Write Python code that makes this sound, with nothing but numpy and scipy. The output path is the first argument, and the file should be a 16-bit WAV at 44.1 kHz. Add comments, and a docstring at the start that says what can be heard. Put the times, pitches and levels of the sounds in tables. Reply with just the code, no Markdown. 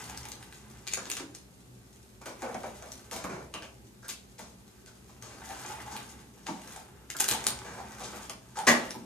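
"""Film rustles and creases snap as a stiff clear plastic tray is pried open on a wooden table.
Its walls buckle with dull pops; it is dropped and pushed about, toys knock, and one topples near the end.
Creases release elastic energy in bright bursts, impacts excite the modes of tray, toy and table top,
and sliding friction scrapes. Two close microphone ports hear this directly and through a furnished room,
over mains hum, a low house rumble and hiss."""
import sys
import numpy as np
from scipy import signal
from scipy.fft import rfft, irfft, next_fast_len
from scipy.io import wavfile
from scipy.ndimage import uniform_filter1d

SR = 44100
rng = np.random.default_rng(int(sys.argv[2]) if len(sys.argv) > 2 else 0)


def wav_out(sig):
    """Save sig, one row per channel (or a flat mono array), as 16-bit PCM at SR to the path in sys.argv[1]."""
    wavfile.write(sys.argv[1], SR, np.round(np.clip(np.atleast_2d(sig).T, -1, 1) * 32767).astype(np.int16))


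N = 399100

# spectra of the film and of its finest creases: f/Hz, relative level/dB
FILM_SPECTRUM = [(1290, -10.5), (2200, -6), (2790, -7), (3040, -6.5), (3910, -5), (5090, -3), (6660, -1.5),
                 (7570, -7), (9500, -9.5), (12400, -31), (20900, -120)]
FINE_CREASE_SPECTRUM = [(7000, -19.5), (9000, 10), (10000, -6.5), (14000, -8)]
# modes of the table top: f/Hz, bandwidth/Hz, gain/dB
TABLE_MODES = [(117.1, 37, -15.5), (183.1, 37, -3), (213.5, 42, -1), (253, 36, -3), (321, 43, -5.5)]
# handling of the tray: t/s, rustle level/dB, scraping re rustle/dB
HANDLING = [(0.0, -47, 0), (0.2, -58, 3), (0.58, -63, -0.5), (0.9, -66.5, 4.5), (1.06, -56.5, -2),
            (1.39, -67.5, -4), (2.24, -70.5, -5), (2.42, -57, 3), (4.06, -72.5, -4), (5.22, -68, 1),
            (5.46, -57, 6.5), (5.53, -54.5, 6.5), (5.61, -55, 6.5), (5.72, -51, 4), (5.86, -58, 5.5),
            (5.95, -54.5, 4.5), (6.3, -67.5, -1), (6.7, -56, 4.5), (6.86, -67, 5.5), (7.16, -71, 5),
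            (7.31, -48.5, 5.5), (7.71, -62.5, 9), (8.22, -52, 1.5), (8.34, -68.5, 4), (8.62, -64.5, 1),
            (8.75, -51.5, 16), (9.05, -63, -3.5)]


def amp(db):
    """Amplitude ratio of a level in dB."""
    return 10 ** (np.asarray(db) / 20)


def unit(x):
    """Normalisation to rms 1."""
    return x / np.sqrt(np.mean(x ** 2) + 1e-20)


def along(points, hz):
    """Interpolation of (f/Hz, value) points on a logarithmic frequency axis."""
    f, values = np.transpose(points)
    return np.interp(np.log(hz + 1), np.log(f + 1), values)


def curves(rows):
    """Linear interpolation in time: one value per sample for each column after t/s."""
    times, *columns = np.transpose(rows)
    return [np.interp(np.arange(N) / SR, times, column) for column in columns]


def filtered(x, response):
    """Linear filtering: the spectrum of x times a complex frequency response."""
    n = x.shape[-1]
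    size = next_fast_len(n + SR // 4)
    return irfft(rfft(x, size) * response(np.fft.rfftfreq(size, 1 / SR)), size)[..., :n]


def coloured(x, spectrum):
    """Spectral shaping by a filter whose impulse response has energy 1."""
    def response(hz):
        gain = amp(along(spectrum, hz))
        return gain / np.sqrt(np.mean(gain ** 2))
    return filtered(x, response)


def resonances(modes):
    """Modal superposition: damped resonators (f/Hz, bandwidth/Hz, gain/dB) of alternating sign."""
    return lambda f: sum((-1) ** k * amp(db) * 1j * f * width / (f0 * f0 - f * f + 1j * f * width)
                         for k, (f0, width, db) in enumerate(modes))


def add(track, start_s, sound):
    """Superposition of a sound on a track."""
    part = track[..., round(start_s * SR):][..., :sound.shape[-1]]
    part += sound[..., :part.shape[-1]]


def grains(per_s, spread_db, life_s, bed):
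    """Shot noise: random decaying pulses over a steady bed modulate white noise, rms 1."""
    hits = (rng.random(N) < per_s / SR) * amp(spread_db * rng.standard_normal(N))
    pulses = signal.lfilter([1], [1, -np.exp(-1 / (SR * life_s))], hits)
    return unit(rng.standard_normal(N) * (unit(pulses) + bed))


def contact_bursts(envelope, count):
    """Many small contacts sum to noise: bursts under an envelope, their spectra partly whitened."""
    spectra = rfft(envelope * rng.standard_normal((count, len(envelope))))
    bursts = irfft(spectra / np.abs(spectra) ** 0.14, len(envelope))
    return bursts * np.linalg.norm(envelope) / np.linalg.norm(bursts, axis=1, keepdims=True)


def noise_floor():
    """Partial coherence: the two ports share part of a steady rumble and hiss."""
    # rumble and hiss: f/Hz, relative level/dB
    spectrum = [(18, -40), (30, -42), (45, -4), (91, -12), (123, 3.5), (152, -24), (191, -0.5), (320, -16),
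                (393, -6), (470, -20), (728, -17.5), (1040, -21.5), (14500, -30.5), (14800, -66)]
    # likeness of the ports: f/Hz, correlation
    coherence = [(60, 0.72), (180, 0.95), (550, 0.072), (1650, -0.5), (4970, -0.07), (15000, 0.15)]

    def mid_and_side(hz):
        angle = np.arccos(np.clip(along(coherence, hz), -1, 1)) / 2
        return amp(along(spectrum, hz)) * [np.cos(angle), np.sin(angle)]
    mid, side = filtered(rng.standard_normal((2, N)), mid_and_side)
    return amp(-55) * unit(np.array([mid + side, mid - side]))


def mains_hum():
    """Phase modulation: a common random walk makes the hum's spectral lines unsteady."""
    # hum lines: f/Hz, rms level/dB
    lines = [(59.2, -64.5), (118.4, -69.5), (183.0, -77)]
    t = np.arange(N) / SR
    drift = np.cumsum(rng.standard_normal(N)) * 0.016  # radians at 60 Hz
    return sum(np.sqrt(2) * amp(db)
               * np.sin(2 * np.pi * hz * t + drift * hz / 60 + rng.uniform(0, 2 * np.pi))
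               for hz, db in lines)


def house_rumble():
    """Narrow-band noise: two low resonances give a deep rumble that comes and goes."""
    # course of the rumble: t/s, level/dB
    levels = [(0, -49), (.3, -53.5), (1.76, -66), (3.48, -53), (3.73, -64), (5, -65), (5.9, -53.5),
              (6.32, -68), (7.6, -54.5), (9.05, -65)]
    deep = resonances([(66.4, 13.0, -0.43), (127.5, 22.0, -1.6)])
    rumble = filtered(rng.standard_normal(N), lambda hz: deep(hz) ** 2)
    return amp(curves(levels)[0]) * unit(rumble)


def reverberation(source):
    """A diffuse field decays exponentially; the source moves, so each 0.2 s gets a new tail."""
    # room decay: f/Hz, reverberation time/s, level/dB
    bands = [(150, 0.37, 2), (495, 0.62, 1.5), (1400, 0.27, -0.5), (3870, 0.35, 2), (8700, 0.32, -5),
             (14000, 0.13, 13.5)]
    # long waves reach both ports alike: f/Hz, correlation
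    coherence = [(300, 0.96), (1000, 0.1), (3000, 0.072)]
    out, step = np.zeros((2, N)), SR // 5
    starts = range(0, N, step)
    hz, t, noise = signal.stft(rng.standard_normal((2, len(starts), SR * 2 // 5)), SR, nperseg=256)
    alike = np.clip(along(coherence, hz), 0, 1)[:, None]
    noise[1] = alike * noise[0] + np.sqrt(1 - alike ** 2) * noise[1]
    band_hz, t60, level_db = np.transpose(bands)
    decay = amp(-60 * t / along(np.transpose([band_hz, t60]), hz)[:, None])
    band_gain = amp(along(np.transpose([band_hz, level_db]), hz))[:, None]
    decay *= band_gain / np.linalg.norm(decay, axis=1, keepdims=True)
    tails = signal.istft(noise * decay, SR, nperseg=256)[1] / np.sqrt(128)
    for k, start in enumerate(starts):
        wet = signal.fftconvolve(source[None, start:start + step], tails[:, k], axes=1)
        add(out, start / SR + .006, wet)
    return out


def with_wall_echoes(pair):
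    """Early reflections follow the direct sound, with slightly different delays at each port."""
    # echoes: delay/s, level/dB
    echoes = [(.0025, -9.5), (.0078, -8.5), (0.013, -14), (.018, -14), (0.037, -12.5)]
    response = np.zeros((2, SR // 20))
    response[:, 0] = 1
    for delay_s, db in echoes:
        taps = np.round((delay_s + rng.normal(0, .0001, 2)) * SR).astype(int)
        response[[0, 1], taps] += amp(db)
    return signal.fftconvolve(pair, response, axes=1)[:, :N]


def at_ports(source):
    """Directivity: sound from the table's direction differs in level and phase between the ports."""
    # left over right: f/Hz, level difference/dB
    level_difference = [(60, -14), (130, 6.5), (290, 0), (640, 3), (1410, 2.5), (3100, 3), (6820, 13),
                        (15000, -31)]
    # left ahead of right: f/Hz, phase/rad
    phase_lead = [(0, 0.5), (6030, 1.55), (7060, -2.5), (9650, 5), (11500, 8), (12400, 7), (14300, -3)]
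    pan_db = -2.5  # the hands work a little to the right
    half = np.array([[.5], [-.5]])

    def response(hz):
        phase = half * np.interp(hz, *np.transpose(phase_lead))
        return amp(half * along(level_difference, hz)) * np.exp(1j * phase)
    return filtered(with_wall_echoes(source * amp(half * pan_db)), response)


def film_rustle():
    """Crackling noise: the handled film emits dense tiny pulses in random swells."""
    rustle_db, _ = curves(HANDLING)
    swells = unit(uniform_filter1d(uniform_filter1d(rng.standard_normal(N), SR // 40), SR // 40))
    crackle = grains(per_s=500, spread_db=4, life_s=.0012, bed=.5) * amp(2.5 * swells)
    fine = amp(-10.5) * coloured(crackle, FINE_CREASE_SPECTRUM)
    return amp(rustle_db) * (coloured(crackle, FILM_SPECTRUM) + fine)


def scraping():
    """Sliding friction radiates noise, excites a hollow of the tray and shakes the table."""
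    # tray sliding on wood: f/Hz, relative level/dB
    spectrum = [(240, -53), (400, -10), (454, -9.5), (589, -10.5), (847, -0.5), (1200, -3), (1520, -2),
                (1650, -5), (3000, -12.5), (3900, -17), (6600, -120)]
    # the rubbed hollow sings out: t/s, duration/s, level/dB
    rubs = [(0.12, 0.079, -56), (0.249, 0.024, -43), (5.698, 0.03, -44), (5.862, 0.035, -47),
            (7.196, 0.03, -30.5), (7.31, 0.061, -37.5), (8.564, 0.062, -40), (8.936, 0.03, -38.5)]
    hollow_db, ramp_s = -15, 0.019
    t = np.arange(N) / SR
    rustle_db, excess_db = curves(HANDLING)
    scrape_db = rustle_db + excess_db
    rumble_db = -62.5 + 0.43 * (scrape_db + 66)  # grows more slowly than the scraping
    rub_gain = sum(amp(db) * np.clip(np.minimum(t - start, start + length - t) / ramp_s, 0, 1)
                   for start, length, db in rubs)
    friction = grains(per_s=70, spread_db=2, life_s=0.004, bed=1.7)
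    shaking = grains(per_s=30, spread_db=2, life_s=0.01, bed=2.0)
    scrape = unit(coloured(friction, spectrum))
    hollow = unit(filtered(friction, resonances([(850, 60, 0)])))
    rumble = unit(filtered(shaking, resonances([(189, 87, 2.5), (433, 265, -4)])))
    return (amp(scrape_db) * scrape + (amp(scrape_db + hollow_db) + rub_gain) * hollow
            + amp(rumble_db) * rumble)


def table_thuds():
    """Impact excitation: a half-sine force pulse rings the modes of the table top."""
    # something lands: t/s, peak level/dB
    landings = [(2.424, -38), (2.545, -34), (3.24, -32), (3.302, -33), (6.485, -29.5), (6.512, -37),
                (7.312, -35.5), (8.002, -42.5), (8.671, -20), (8.7, -24.5), (8.96, -33)]
    contact_s = 0.0018
    out, t = np.zeros(N), np.arange(SR // 5) / SR
    force = np.sin(np.pi * np.minimum(t / contact_s, 1))
    ring = filtered(force, resonances(TABLE_MODES))
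    for start, db in landings:
        add(out, start, amp(db) * ring / np.abs(ring).max())
    return out


def toy_clatter():
    """Modal ringing: a hollow toy topples, and its brief rattle drives its own resonances."""
    # modes of the toy: f/Hz, bandwidth/Hz, gain/dB
    toy_modes = [(664, 48, -3.5), (843, 40, -6), (1060, 30, 1), (1506, 36, -3.5), (1702, 89, 0.5),
                 (1927, 51, 4), (2030, 44, 2.5), (2600, 880, -12)]
    start_s, drive_db, rise_s, decay_s = 8.669, 4.1, 0.0035, 0.026
    force, t = np.zeros(N), np.arange(SR // 6) / SR
    envelope = np.exp(-t / decay_s) * (1 - np.exp(-t / rise_s))
    add(force, start_s, amp(drive_db) * contact_bursts(envelope, count=1)[0])
    return filtered(force, resonances(toy_modes))


def pops_and_knocks():
    """Buckling and impact: each burst rings its own pitch, the tray and the table; the film swishes."""
    # walls buckle, toys knock: t/s, level/dB, f/Hz, gain of that pitch/dB, swish gain/dB, decay time/s
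    events = [(0.968, -27.5, 1540, 9, -12.5, 0.022), (1.064, -31, 340, 14, -8, 0.0081),
              (1.165, -37, 1800, 15, -3, 0.021), (1.194, -26.5, 960, -5, -11.5, 0.01),
              (1.2, -28, 331, 18.5, -23, 0.006), (2.211, -35.5, 1006, 2, -19, 0.022),
              (2.255, -28.5, 880, -7, -16.5, 0.04), (2.417, -27.5, 760, 9.5, -23, 0.062),
              (2.435, -33, 510, 21, -28, 0.028), (2.544, -24.5, 706, 10.5, -29, 0.012),
              (2.633, -23, 702, 11.5, -26, 0.016), (2.818, -35.5, 675, 12, -32, 0.037),
              (3.112, -31, 751, 3, -11, 0.09), (3.24, -20, 1130, 7, -21.5, 0.012),
              (3.29, -29, 400, 6.5, -21, 0.082), (3.537, -29, 1240, 8.5, -20, 0.022),
              (3.545, -38, 2860, 17, -17, 0.02), (3.625, -35.5, 2780, 7.5, -15, 0.027),
              (4.025, -45.5, 1500, 16, -9, 0.016), (4.043, -39.5, 1580, 13.5, -8, 0.014),
              (4.088, -42, 2500, 16.5, 9.5, 0.019), (4.38, -42, 1033, -3, -7, 0.07),
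              (4.391, -28, 915, 2, -28, 0.0077), (4.869, -45.5, 1370, 11.5, -5.5, 0.017),
              (5.091, -43.5, 940, 8, -13, 0.013), (5.226, -42.5, 1130, 3, -9, 0.14),
              (5.49, -35, 780, 10.5, -26, 0.038), (5.787, -41, 1920, 13, -17, 0.025),
              (5.915, -37, 890, 14, -9, 0.036), (5.949, -40.5, 970, 18, -1, 0.01),
              (6.462, -37.5, 892, 16, -7.5, 0.06), (6.482, -20.5, 930, 9, -31, 0.0085),
              (6.756, -39.5, 825, 12.5, -28, 0.03), (7.146, -27.5, 1570, 12, -30, 0.0079),
              (7.194, -35, 869, 14, 1, 0.014), (7.235, -40, 1620, 13, -14, 0.029),
              (7.313, -21, 867, 9, -19, 0.016), (7.644, -37, 1550, 7.5, -15.5, 0.19),
              (7.775, -34.5, 820, 13, -19, 0.043), (7.999, -34, 745, 7.5, -11.5, 0.043),
              (8.032, -41.5, 517, 9, 2, 0.039), (8.124, -31.5, 926, -6, -28, 0.032),
              (8.295, -27, 904, 2, -17, 0.012), (8.554, -37, 1490, 15.5, -10, 0.045),
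              (8.573, -30, 856, 17, -16, 0.029), (8.667, -9, 319, 5, -11.5, 0.032)]
    # modes of the hollow tray and toys: f/Hz, bandwidth/Hz, gain/dB
    tray_modes = [(500, 150, 0), (684, 60, 6), (788, 270, 0.5), (1063, 344, 2.5), (1457, 140, 2),
                  (1780, 250, -2.5), (1940, 180, -3.5), (2260, 150, -1)]
    tray_db, table_db, rise_s = 4, 8.5, 0.0029
    blunt_hz = 3000  # blunt contacts carry little treble
    pitched, tray, table, swish = np.zeros((4, N))
    t = np.arange(SR // 6) / SR
    for start, db, hz, pitch_db, swish_db, decay_s in events:
        envelope = np.exp(-(t / decay_s) ** 1.07) * (1 - np.exp(-t / rise_s))
        bursts = contact_bursts(envelope, count=4)
        band = signal.butter(2, [hz * 0.864, hz / 0.898], "bandpass", fs=SR)
        add(pitched, start, amp(db + pitch_db) * signal.lfilter(*band, bursts[0]))
        add(tray, start, amp(db + tray_db) * bursts[1])
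        add(table, start, amp(db + table_db) * bursts[2])
        add(swish, start, amp(db + swish_db) * bursts[3])
    knocks = pitched + filtered(tray, resonances(tray_modes)) + filtered(table, resonances(TABLE_MODES))
    softened = filtered(knocks, lambda hz: 1 / (1 + 1j * hz / blunt_hz) ** 2)
    return softened + coloured(swish, FILM_SPECTRUM)


def crease_snaps():
    """Elastic release: each crease creeps, lets go in a burst that rings at its own pitch, and settles."""
    # snaps: t/s, level/dB, weight of the dull mids/dB, weight of the finest creases/dB, ringing f/Hz
    snaps = [(0.097, -34.5, -19, -4, 6900), (0.147, -41, -3, -10, 6700), (0.175, -28.5, -35, -8, 5740),
             (0.2316, -39, -7, -14, 5500), (0.2531, -35.5, -7, -3, 6700), (0.2867, -37.5, -12, 2, 6420),
             (0.318, -30, -14, -6, 6200), (0.427, -41, -1.5, 1, 3520), (0.525, -43.5, 0, 1, 3730),
             (0.869, -33, -17, -12, 4060), (0.8753, -27.5, -18, -8, 6740), (0.883, -33.5, -10, -12, 4460),
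             (0.916, -30.5, -14, -16, 4050), (0.9247, -34, -4, -18, 6900),
             (0.9359, -16.5, -30, -11.5, 6800), (1.055, -36, -2, -21, 6300), (1.1004, -26, -11, 5.5, 4760),
             (1.115, -21.5, -22, -13, 6770), (1.1683, -29.5, -4, -2, 4900), (1.3493, -30.5, -45, -12, 6500),
             (2.2169, -44, -15, -4, 9000), (2.2578, -46, 9, 16, 7200), (2.4204, -38, -2.5, 1, 6960),
             (2.544, -35.5, -9, -18, 6510), (2.633, -40, -8, -9, 9300), (2.824, -36.5, -34, -18, 6230),
             (2.9188, -31, -42, -8, 5900), (3.1124, -36, -6, 2, 5970), (3.131, -31.5, -17, 1, 9200),
             (3.163, -33, -10, 1, 8600), (3.241, -36, -10, 1.5, 6600), (3.5395, -27.5, -6, -10, 2980),
             (3.623, -38, -2, -6, 2970), (4.082, -35.5, -27, 7, 8500), (4.088, -40, -19, 4, 4780),
             (4.099, -30.5, -17, 3.5, 7050), (4.3922, -47, 3, 10, 6160), (4.861, -42.5, -15, -6, 6260),
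             (5.224, -36.5, -10, -2, 6300), (5.5052, -38, -1, -18, 4120), (5.662, -33.5, -20, -12, 6440),
             (5.9653, -33, -6, 1, 4350), (6.0308, -45, -23, -15, 6900), (6.4675, -31.5, -2, -5, 6460),
             (6.6748, -41, -26, -6, 4120), (6.762, -33, -16, -8, 8160), (7.102, -28, -9.5, -2, 7000),
             (7.1668, -29, -27, 0, 7100), (7.188, -31, -27, -8, 7150), (7.2, -20, -12, 2, 6300),
             (7.204, -13.5, -19, -2.5, 7350), (7.2426, -21, -10, -5, 5900), (7.282, -24, -17, 2, 6960),
             (7.287, -17, -21, 1.5, 4060), (7.3125, -17, -15.5, -3, 9160), (7.337, -26.5, -17, -5, 8700),
             (7.405, -34, -13, -6, 6600), (7.441, -30.5, -11, -3, 7050), (7.4673, -14, -18.5, -0.5, 6980),
             (7.589, -35, -23, -18, 7030), (8.159, -42, -29, 5, 7550), (8.2963, -29, -6, -2, 6400),
             (8.571, -31, -19, -13, 6990), (8.5885, -26.5, -11, -14, 9060), (8.675, -26, -3, -6, 6640),
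             (8.6824, -16, -10, -13, 6340), (8.689, -15.5, -12, -7, 7100), (8.907, -27, -29, -14, 5600)]
    creep_db, creep_s, growth_s = -28, .012, 0.0066
    settle_db, settle_s = -21, 0.013
    release_t60_s, ring_t60_s = 0.008, 0.0062
    sharp, fine, dull, ring = np.zeros((4, N))
    t = np.arange(SR // 16) / SR
    after = np.maximum(t - creep_s, 0)
    release = amp(-60 * after / release_t60_s) * (1 - np.exp(-after / 0.00045))
    creeping = amp(creep_db) * np.exp((t - creep_s) / growth_s)
    settling = amp(settle_db) * np.exp(-after / settle_s)
    slips = np.where(t < creep_s, creeping, settling)
    ring_envelope = amp(-60 * t / ring_t60_s) * (1 - np.exp(-t / 0.00036))
    for start, db, dull_db, fine_db, hz in snaps:
        ragged = np.repeat(rng.exponential(size=len(t) // 40 + 1), 40)[:len(t)]  # slips of about 1 ms
        burst = contact_bursts(release + ragged * slips, count=1)[0]
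        add(sharp, start - creep_s, amp(db + 0.5) * burst)
        add(fine, start - creep_s, amp(db + fine_db - 2.5) * burst)
        add(dull, start - creep_s, amp(db + dull_db + 15) * burst)
        add(ring, start, amp(db + 3.5) * ring_envelope * np.sin(2 * np.pi * hz * t))
    mids = resonances([(2050, 3370, 0)])
    return (coloured(sharp, FILM_SPECTRUM) + coloured(fine, FINE_CREASE_SPECTRUM)
            + filtered(dull, lambda hz: mids(hz) ** 2) + ring)


def scene():
    """Superposition: direct sound, wall echoes and the diffuse field add to the background."""
    source = crease_snaps() + pops_and_knocks() + table_thuds() + toy_clatter()
    source += film_rustle() + scraping()
    return at_ports(source) + reverberation(source) + noise_floor() + mains_hum() + house_rumble()


def record(dry):
    """Band limiting: deep bass is weak, and the treble falls steeply above 14.5 kHz."""
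    # overall frequency response: f/Hz, gain/dB
    overall_tone = [(32, -17), (50, -1), (6100, -3.5), (6700, -1.5), (7300, -0.5), (13500, -2.5),
                    (14500, -8.5), (14900, -29), (16000, -26)]
    limit_hz = 16000
    return filtered(dry, lambda hz: amp(along(overall_tone, hz)) * (hz < limit_hz))


dry = scene()
out = record(dry)
wav_out(out)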